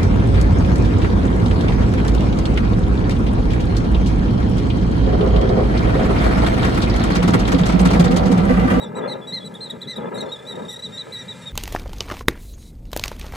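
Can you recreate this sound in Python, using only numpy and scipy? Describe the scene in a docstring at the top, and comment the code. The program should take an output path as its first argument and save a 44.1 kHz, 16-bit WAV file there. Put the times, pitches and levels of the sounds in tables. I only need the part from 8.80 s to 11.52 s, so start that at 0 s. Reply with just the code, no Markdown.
"""Edge of shallow water: plovers squabble in arched, piping notes that overlap and beat, with hooked
chirps, low peeps, a soft trill of pips and faint far whistles between. Each voice is a stack of harmonics.
Mud and bank return faint echoes and a short scatter; two splashy ticks are bursts of shaped noise.
Shaped stereo noise makes the gusts on the microphone, a low rumble, a deep distant one that grows,
a mid-range rustle and a thin hiss that grows towards the end over a steady faint one."""
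import sys
import numpy as np
from scipy import signal
from scipy.fft import rfft, irfft
from scipy.io import wavfile

SR = 44100
rng = np.random.default_rng(int(sys.argv[2]) if len(sys.argv) > 2 else 0)


def unload_audio(sound):
    """Save the sound as a 16-bit wav file, at the path given as the first command line argument."""
    columns = np.transpose(np.atleast_2d(sound))
    # keep every value between -1 and 1, then stretch to whole-number steps
    steps = np.round(np.clip(columns, -1, 1) * 32767)
    wavfile.write(sys.argv[1], SR, steps.astype(np.int16))


N = 119952
TIME = np.arange(N) / SR   # seconds
HZ = np.maximum(np.arange(N // 2 + 1) * SR / N, 1)   # frequency of every spectrum bin

WOBBLE = 0.00624   # spread of the random pitch wobble, as a share of the pitch
FLICKER_DB = 0.7   # spread of the level flicker of rustle and hiss


def from_db(db):
    """Decibels to gain."""
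    return 10 ** (np.asarray(db) / 20)


def rms_one(x):
    """Scale to unit power."""
    return x / np.sqrt(np.mean(x ** 2) + 1e-20)


def in_time(rows):
    """A curve of (seconds, value) points, drawn with straight lines at every sample."""
    return np.interp(TIME, *np.transpose(rows))


def in_hz(rows):
    """A curve of (Hz, value) points at every bin, straight over log frequency."""
    hz, value = np.transpose(rows)
    return np.interp(np.log(HZ), np.log(hz), value)


def drift(rate_hz):
    """Smooth random motion with spread 1: noise rolled off around the given rate."""
    return rms_one(irfft(rfft(rng.standard_normal(N)) / (1 + (HZ / rate_hz) ** 2), N))


def birds():
    """Piping notes, trill pips, low peeps, hooked chirps and birds farther off."""
    return piping() + trill() + peeps() + chirps() + far_whistles()


def piping():
    """Overlapping arched notes; close pitches beat against each other."""
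    # Each row: start in seconds, length in seconds, share of the note before its top, top pitch in Hz,
    # rise in Hz, fall in Hz, then the relative levels of harmonics 1 to 5 in dB.
    piping_notes = [ (-.01, 0.061, 0.64, 1917, 85, 170, -59, -39, -84, -61, -61),
                    (.011, 0.047, .38, 1977, 123, 150, -67, -42, -60, -50, -66),
                    (.151, 0.052, 0.42, 1978, 120, 150, -54, -42, -63, -48, -63.5),
                    (.276, .064, 0.168, 2100, 51, 197.4, -47, -39, -62, -55.5, -64),
                    (.293, 0.053, 0.48, 1992, 89, 205, -52, -34.5, -61, -53, -59.5),
                    (.47, 0.051, 0.39, 1960, 61, 102, -61, -35.5, -56.5, -50.5, -61),
                    (.521, 0.071, 0.3, 2078, 210, 213, -42, -28.5, -57.5, -54.5, -62.5),
                    (0.642, 0.041, 0.43, 2004, 75, 124, -69, -38, -66, -50.5, -60.5),
                    (.805, 0.062, 0.18, 2079, 385, 100, -65, -34.5, -69, -51.5, -72),
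                    (.827, .056, 0.31, 2002, 75, 201, -57, -40, -75, -57, -66),
                    (1.072, 0.05, .42, 1990, 106, 120, -56, -32.5, -57, -53, -58),
                    (1.079, 0.07, 0.44, 2042, 72, 280, -44.5, -35.5, -53, -55.5, -70),
                    (1.341, 0.032, .25, 1932, 65, 130, -68, -42, -66, -52, -54.5),
                    (1.363, 0.033, .2, 1896, 32, 115, -71, -40.5, -66, -48.5, -57),
                    (1.374, .070, .2, 2098, 124, 299, -54.5, -40, -51, -53, -66),
                    (1.403, .022, 0.26, 1922, 33, 150, -65, -33, -67, -44, -53),
                    (1.506, 0.0275, 0.44, 1835, 122, 70, -74, -40, -63, -55, -67),
                    (1.518, 0.041, 0.18, 1919, 120, 137, -66, -32.5, -57, -52.5, -62),
                    (1.664, 0.062, 0.37, 1981, 216, 179, -57, -37, -57, -53, -57),
                    (1.682, 0.062, 0.28, 1970, 71, 180, -54, -41, -69, -56, -62),
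                    (1.882, .042, 0.25, 1890, 117, 160, -77, -34.5, -51, -48.5, -58),
                    (1.890, 0.059, 0.46, 1988, 115, 91, -50.5, -43.5, -56, -49.5, -55),
                    (1.925, 0.032, 0.14, 1950, 10, 190, -52, -36.5, -50, -44.5, -52),
                    (2.022, 0.053, .3, 1995, 130, 221, -57, -30.5, -54, -49.5, -60),
                    (2.119, 0.07, 0.42, 1887, 96, 129, -57, -39.5, -58, -49, -62),
                    (2.173, 0.053, 0.35, 2001, 185, 183, -54, -29.5, -58, -52, -61),
                    (2.321, 0.058, 0.24, 2013, 166, 193, -52, -32, -62, -53, -58),
                    (2.369, 0.063, 0.36, 1958, 52, 181, -47.5, -37, -53.5, -52, -63),
                    (2.479, .055, .3, 1945, 102, 202, -54.5, -34, -61, -55, -66),
                    (2.615, 0.039, 0.18, 1868, 11, 60, -57, -47.5, -59, -54, -64),
                    (2.657, 0.045, 0.42, 1884, 83, 176, -63, -33.5, -63, -54, -60)]
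    return sum(note(start, length, top_at, top_hz, rise_hz, fall_hz, levels_db)
               for start, length, top_at, top_hz, rise_hz, fall_hz, *levels_db in piping_notes)


def trill():
    """A run of short pips, each a small, shallow version of the piping note."""
    # Each row: start in seconds, top pitch in Hz, relative level in dB.
    pips = [(1.456, 1780, -43), (1.488, 1760, -42.5), (1.558, 1740, -40), (1.588, 1754, -43),
            (1.621, 1790, -48), (1.649, 1770, -47), (1.719, 1863, -38), (1.753, 1890, -40),
            (1.790, 1875, -47), (1.820, 1885, -46), (1.849, 1873, -42.5), (1.958, 1922, -34.5),
            (1.990, 1956, -36.5)]
    # Harmonics 1 to 5 against the level of the pip, in dB.
    harmonics_db = np.array([-18, -2, -20.5, -18.5, -21.5])
    return sum(note(start, 0.018, 0.22, top_hz, rise_hz=15, fall_hz=60.3, levels_db=db + harmonics_db)
               for start, top_hz, db in pips)


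def peeps():
    """Soft low notes scattered between the piping."""
    # Each row: start in seconds, length in seconds, lowest pitch in Hz, relative level in dB.
    peep_rows = [(0.036, 0.042, 1725, -47), (0.218, 0.053, 1716, -48), (0.413, .048, 1700, -46),
                 (0.603, 0.041, 1690, -43), (1.213, 0.022, 1683, -53), (1.256, 0.026, 1725, -50.5)]
    return sum(peep(*row) for row in peep_rows)


def chirps():
    """Hooked chirps, louder than the peeps."""
    # Each row: start of the hook in seconds, low lead-in, hook length and low tail in seconds,
    # top pitch in Hz, relative level of the hook in dB.
    chirp_rows = [(0.75, 0.011, 0.017, 0.013, 1857, -36.5), (.897, 0.0075, 0.025, 0.012, 1940, -31),
                  (1.012, .005, .031, 0.017, 1994, -33), (1.156, 0.0021, 0.033, 0.0027, 1947, -35)]
    return sum(chirp(*row) for row in chirp_rows)


def far_whistles():
    """Faint gliding whistles from farther off."""
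    # Each row: start in seconds, length in seconds, from Hz, to Hz, peak level in dB.
    whistle_rows = [(.052, 0.043, 6340, 4650, -61), (1.12, .065, 4800, 5200, -59),
                    (1.476, 0.048, 4280, 4120, -49), (2.12, 0.67, 2216, 2494, -58)]
    return sum(far_whistle(*row) for row in whistle_rows)


def note(start, length, top_at, top_hz, rise_hz, fall_hz, levels_db):
    """A piping note: the pitch jumps up to its top and sags; the level swells, then fades."""
    part = np.linspace(0, 1, int(length * SR))
    rising = np.maximum(1 - part / top_at, 0)   # 1 at the start, 0 at the top
    falling = np.maximum((part - top_at) / (1 - top_at), 0)   # 0 at the top, 1 at the end
    hz = top_hz - rise_hz * rising ** 2.22 - fall_hz * falling ** 1.596
    swell_db = -6.5 * rising - 7 * falling ** 2
    dulling_db = 2 * (rising ** 2 + falling ** 2)   # overtones are strongest at the top of the arch
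    # the sixth and seventh harmonics hang below the fifth
    levels_db = [*levels_db, levels_db[-1] - 6, levels_db[-1] - 18]
    return voice(start, hz, swell_db, levels_db, dulling_db)


def peep(start, length, low_hz, db):
    """A soft low note: the pitch dips in the middle, where it is loudest."""
    # Harmonics 1 to 5 against the level of the peep, in dB.
    harmonics_db = [-18, -0.5, -29, -37, -27]
    edge = np.linspace(-1, 1, int(length * SR)) ** 2
    return voice(start, low_hz + 45.5 * edge, db - 2.5 * edge, harmonics_db, 0)


def chirp(start, lead, length, tail, top_hz, db):
    """A soft low tone flips up into a loud hook, slides back and lingers."""
    # Harmonics 1 to 6 against the level of the chirp, in dB.
    harmonics_db = [-19, 0, -34, -20, -24, -26.5]
    low_hz, low_db = 1704, -47.5
    top_at = 0.27   # share of the hook before its top
    part = np.clip(np.arange(-lead, length + tail, 1 / SR) / length, 0, 1)
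    flip_up = np.sin(np.pi / 2 * part / top_at) ** 2
    slide_back = np.cos(np.pi / 2 * (part - top_at) / (1 - top_at))
    hook = np.where(part < top_at, flip_up, slide_back)
    gain = from_db(low_db) * (1 - hook) + from_db(db) * hook
    hz = low_hz + (top_hz - low_hz) * hook
    dulling_db = 2 * (1 - hook)   # the low tone has weaker overtones than the hook
    return voice(start - lead, hz, 20 * np.log10(gain), harmonics_db, dulling_db)


def voice(start, hz, swell_db, levels_db, dulling_db):
    """A whistle of locked harmonics on a pitch and a loudness contour; the second carries it."""
    attack_s, release_s = 0.0022, 0.0037
    birds_db = 1.5   # gain of all voices
    chance = rng.standard_normal((9, 400))
    t = np.arange(len(hz)) / SR

    def wander(row, draws_per_s):
        return np.interp(t * draws_per_s, np.arange(len(row)), row)

    wobbling_hz = hz * (1 + WOBBLE * wander(chance[0], 245))
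    rasp = 0.031 * wander(chance[1], 1500)   # fast phase roughness, radians
    phase = 2 * np.pi * np.cumsum(wobbling_hz) / SR + rasp
    edges = np.clip(t / attack_s, 0, 1) * np.clip((t[-1] - t) / release_s, 0, 1)
    swell = edges * from_db(birds_db + swell_db)
    tone = 0
    for k, (db, row) in enumerate(zip(levels_db, chance[2:]), 1):
        if k > 2:   # overtones flutter more, and dull with the contour
            db = db - 1 + 3.2 * wander(row, 105) - dulling_db
        else:
            db = db + 0.93 * wander(row, 130)
        tone = tone + from_db(db) * np.sin(k * phase)
    return np.interp(TIME - start, t, np.sqrt(2) * swell * tone, left=0, right=0)


def far_whistle(start, length, from_hz, to_hz, db):
    """A faint glide: one wobbling sine that swells and fades."""
    part = np.clip((TIME - start) / length, 0, 1)
    hz = (from_hz + (to_hz - from_hz) * part) * (1 + WOBBLE * drift(65))
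    return from_db(db) * np.sin(np.pi * part) * np.sin(2 * np.pi * np.cumsum(hz) / SR)


def ticks():
    """Brief bright spatters: shaped noise that starts at once and dies at once."""
    # Each row: start in seconds, level in dB.
    spatters = [(.741, -51), (2.622, -53)]
    # Tone of the spatter. Each row: frequency in Hz, relative level in dB.
    spectrum = [(1000, -29), (4000, -14), (5500, -4), (11000, 7), (13000, -16), (16000, -30)]
    decay_s = 0.0062
    level = sum(from_db(db) * (TIME >= start) * np.exp(-np.abs(TIME - start) / decay_s)
                for start, db in spatters)
    noise = irfft(rfft(rng.standard_normal(N)) * from_db(in_hz(spectrum)), N)
    return level * rms_one(noise)


def shore(x):
    """Distinct echoes from mud and bank, and a short decaying scatter from stones and grass."""
    # Each row: delay in seconds, level against the direct sound in dB.
    echoes = [(.021, -25.5), (.056, -28)]
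    # Tone of the scatter. Each row: frequency in Hz, level against the direct sound in dB.
    scatter_tone = [(2000, -7.5), (4000, -12), (5800, -8), (7700, -27), (10000, -27), (15000, -21)]
    t60_s = 0.18   # time to fall by 60 dB
    tail = rng.standard_normal(N) * from_db(-60 * TIME / t60_s)
    coloured = irfft(rfft(x) * from_db(in_hz(scatter_tone)), N)
    scatter = signal.fftconvolve(coloured, tail / np.linalg.norm(tail))[:N]
    return scatter + sum(from_db(db) * np.interp(TIME - delay, TIME, x, left=0) for delay, db in echoes)


def wind():
    """Crackling gusts, the rumbles under them, a far rustle, the thin hiss above and a steady floor."""
    return gusts() + rumble() + far_rumble() + rustle() + hiss() + steady_floor()


def gusts():
    """Wind on the microphone: low-mid noise on a jumping level, crackling with small eddies."""
    # Each row: time in seconds, relative level in dB.
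    level = [(0.0, -32.5), (0.04, -37), (0.15, -35.5), (0.175, -30), (0.27, -26.5), (0.29, -32),
             (0.38, -35), (0.44, -43), (0.77, -44.5), (0.97, -40.5), (0.98, -48.5), (1.14, -49.5),
             (1.18, -34), (1.29, -30.5), (1.3, -39), (1.33, -30.5), (1.42, -34.5), (1.43, -29.5),
             (1.61, -47.5), (1.74, -38.5), (1.8, -33), (1.94, -47.5), (2.26, -48.5), (2.27, -39),
             (2.34, -51), (2.72, -55.5)]
    # Each row: frequency in Hz, relative density in dB.
    spectrum = [(25, -66), (60, -38), (150, -7.5), (300, 4), (520, -1), (900, -7), (1300, -12.5),
                (2000, -18.5), (3000, -32), (5000, -62), (9000, -62), (16000, -81)]
    return air(spectrum, in_time(level) + 0.06 + eddies(), side_db=1.5)


def eddies():
    """Level in dB of small eddies that slap the microphone at once and die away: a gust's crackle."""
    slaps_per_s, decay_s, strength = 260, 0.002, 1.1
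    slaps = (rng.random(N) < slaps_per_s / SR) * rng.uniform(0, 1, N)
    push = signal.lfilter([1], [1, -np.exp(-1 / (decay_s * SR))], slaps)
    return 20 * np.log10(rms_one(1 + strength * push))


def rumble():
    """Low noise under the gusts, on a jumping and gently swaying level."""
    # Each row: time in seconds, relative level in dB.
    level = [(0.0, -38), (0.07, -32.5), (0.33, -36), (0.51, -43.5), (0.53, -34), (0.61, -41.5),
             (0.65, -33.5), (0.81, -45.5), (0.98, -36), (1.01, -44.5), (1.08, -30), (1.12, -49),
             (1.19, -31.5), (1.28, -33.5), (1.31, -43), (1.38, -33.5), (1.42, -44), (1.45, -34),
             (1.53, -52.5), (1.85, -38), (1.99, -49.5), (2.07, -35.5), (2.14, -45), (2.4, -43), (2.48, -40),
             (2.72, -46)]
    # Each row: frequency in Hz, relative density in dB.
    spectrum = [(20, -58), (35, -48), (55, -21), (100, -9), (160, 1), (230, 2.5), (400, -7.5), (800, -36.5),
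                (2000, -49), (6000, -97)]
    return air(spectrum, in_time(level) - 2 + 0.5 * drift(5.9), side_db=-3.5)


def far_rumble():
    """Deep, distant noise that slowly grows."""
    # Each row: time in seconds, relative level in dB.
    level = [(0, -63), (2.72, -47)]
    # Each row: frequency in Hz, relative density in dB.
    spectrum = [(30, -33), (65, -7), (130, 9), (400, -41)]
    return air(spectrum, in_time(level), side_db=-8)


def rustle():
    """Flickering mid-range noise, nearly all in the centre."""
    # Each row: time in seconds, relative level in dB.
    level = [(0, -65), (.5, -55.5), (.8, -60), (1.1, -52), (1.4, -69), (1.6, -51), (1.9, -58.5),
             (2.3, -49.5), (2.72, -50)]
    # Each row: frequency in Hz, relative density in dB.
    spectrum = [(100, -9), (500, 6), (1000, -6), (1600, 1.5), (2200, -1.5), (2700, -9), (3300, -55),
                (4700, -33), (9000, -58)]
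    return air(spectrum, in_time(level) + FLICKER_DB * drift(30), side_db=-29)


def hiss():
    """Thin, flickering broad noise that grows towards the end."""
    # Each row: time in seconds, relative level in dB.
    level = [(0, -73), (.4, -65), (.6, -59.5), (1.3, -63.5), (1.6, -59), (1.9, -55.5), (2.25, -54),
             (2.6, -50.5), (2.72, -53)]
    # Each row: frequency in Hz, relative density in dB.
    spectrum = [(40, 1), (1000, 12), (2800, 4), (3800, 10), (4700, 2), (7100, 0.5), (7700, 11),
                (8300, -0.5), (10000, -2), (12000, -17), (15500, -29)]
    return air(spectrum, in_time(level) + 1.5 + FLICKER_DB * drift(27), side_db=-16)


def steady_floor():
    """A faint noise floor at a constant level."""
    # Each row: frequency in Hz, relative density in dB.
    spectrum = [(9000, -9), (16000, -13)]
    return air(spectrum, -68, side_db=-26)


def air(spectrum, level_db, side_db):
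    """Stereo noise on a level curve: notched in the centre, smooth and lagging at the sides."""
    # Depth of the centre notches. Each row: frequency in Hz, depth from 0 to 1.
    notch_depth = [(100, 0.07), (300, 0.7), (1100, 0.71), (2500, 0.72), (4000, 0.53), (9000, 0.1)]
    # Stereo width. Each row: frequency in Hz, side against centre in dB, before side_db.
    width = [(50, -14), (120, -10), (300, -7.5), (600, -1), (1400, -3.5), (2000, -10.5), (3000, -10),
             (5000, -27), (12000, 1.5)]
    first_notch_hz, spacing_hz = 312.5, 403.4   # spacing before crowding
    crowding = 0.012   # the notches crowd together higher up
    side_lag_rad, loose_side_db = 1.16, -1   # loose: side noise of its own, against the shared noise

    shape = rms_one(from_db(in_hz(spectrum)))
    shared, loose = rfft(rng.standard_normal((2, N)) * from_db(level_db)) * shape
    turns = (HZ - first_notch_hz) / spacing_hz
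    turns = turns * (1 + crowding * np.minimum(turns, 10))
    # each whole turn cancels: a comb of notches
    notches = 1 - np.clip(in_hz(notch_depth), 0, 1) * np.exp(-2j * np.pi * turns)
    mid = irfft(shared * notches, N)
    side_mix = shared * np.exp(-1j * side_lag_rad) + from_db(loose_side_db) * loose
    side = irfft(side_mix * from_db(in_hz(width) + side_db), N)
    return np.array([mid + side, mid - side])


def scene():
    """The birds and ticks straight ahead with their echoes, the wind all round."""
    calls = birds() + ticks()
    return calls + shore(calls) + wind()


def record(dry):
    """The top is cut steeply: 70 dB down from 16.4 kHz."""
    return signal.sosfilt(signal.cheby2(16, 70, 16400, fs=SR, output="sos"), dry)


dry = scene()
out = record(dry)
unload_audio(out)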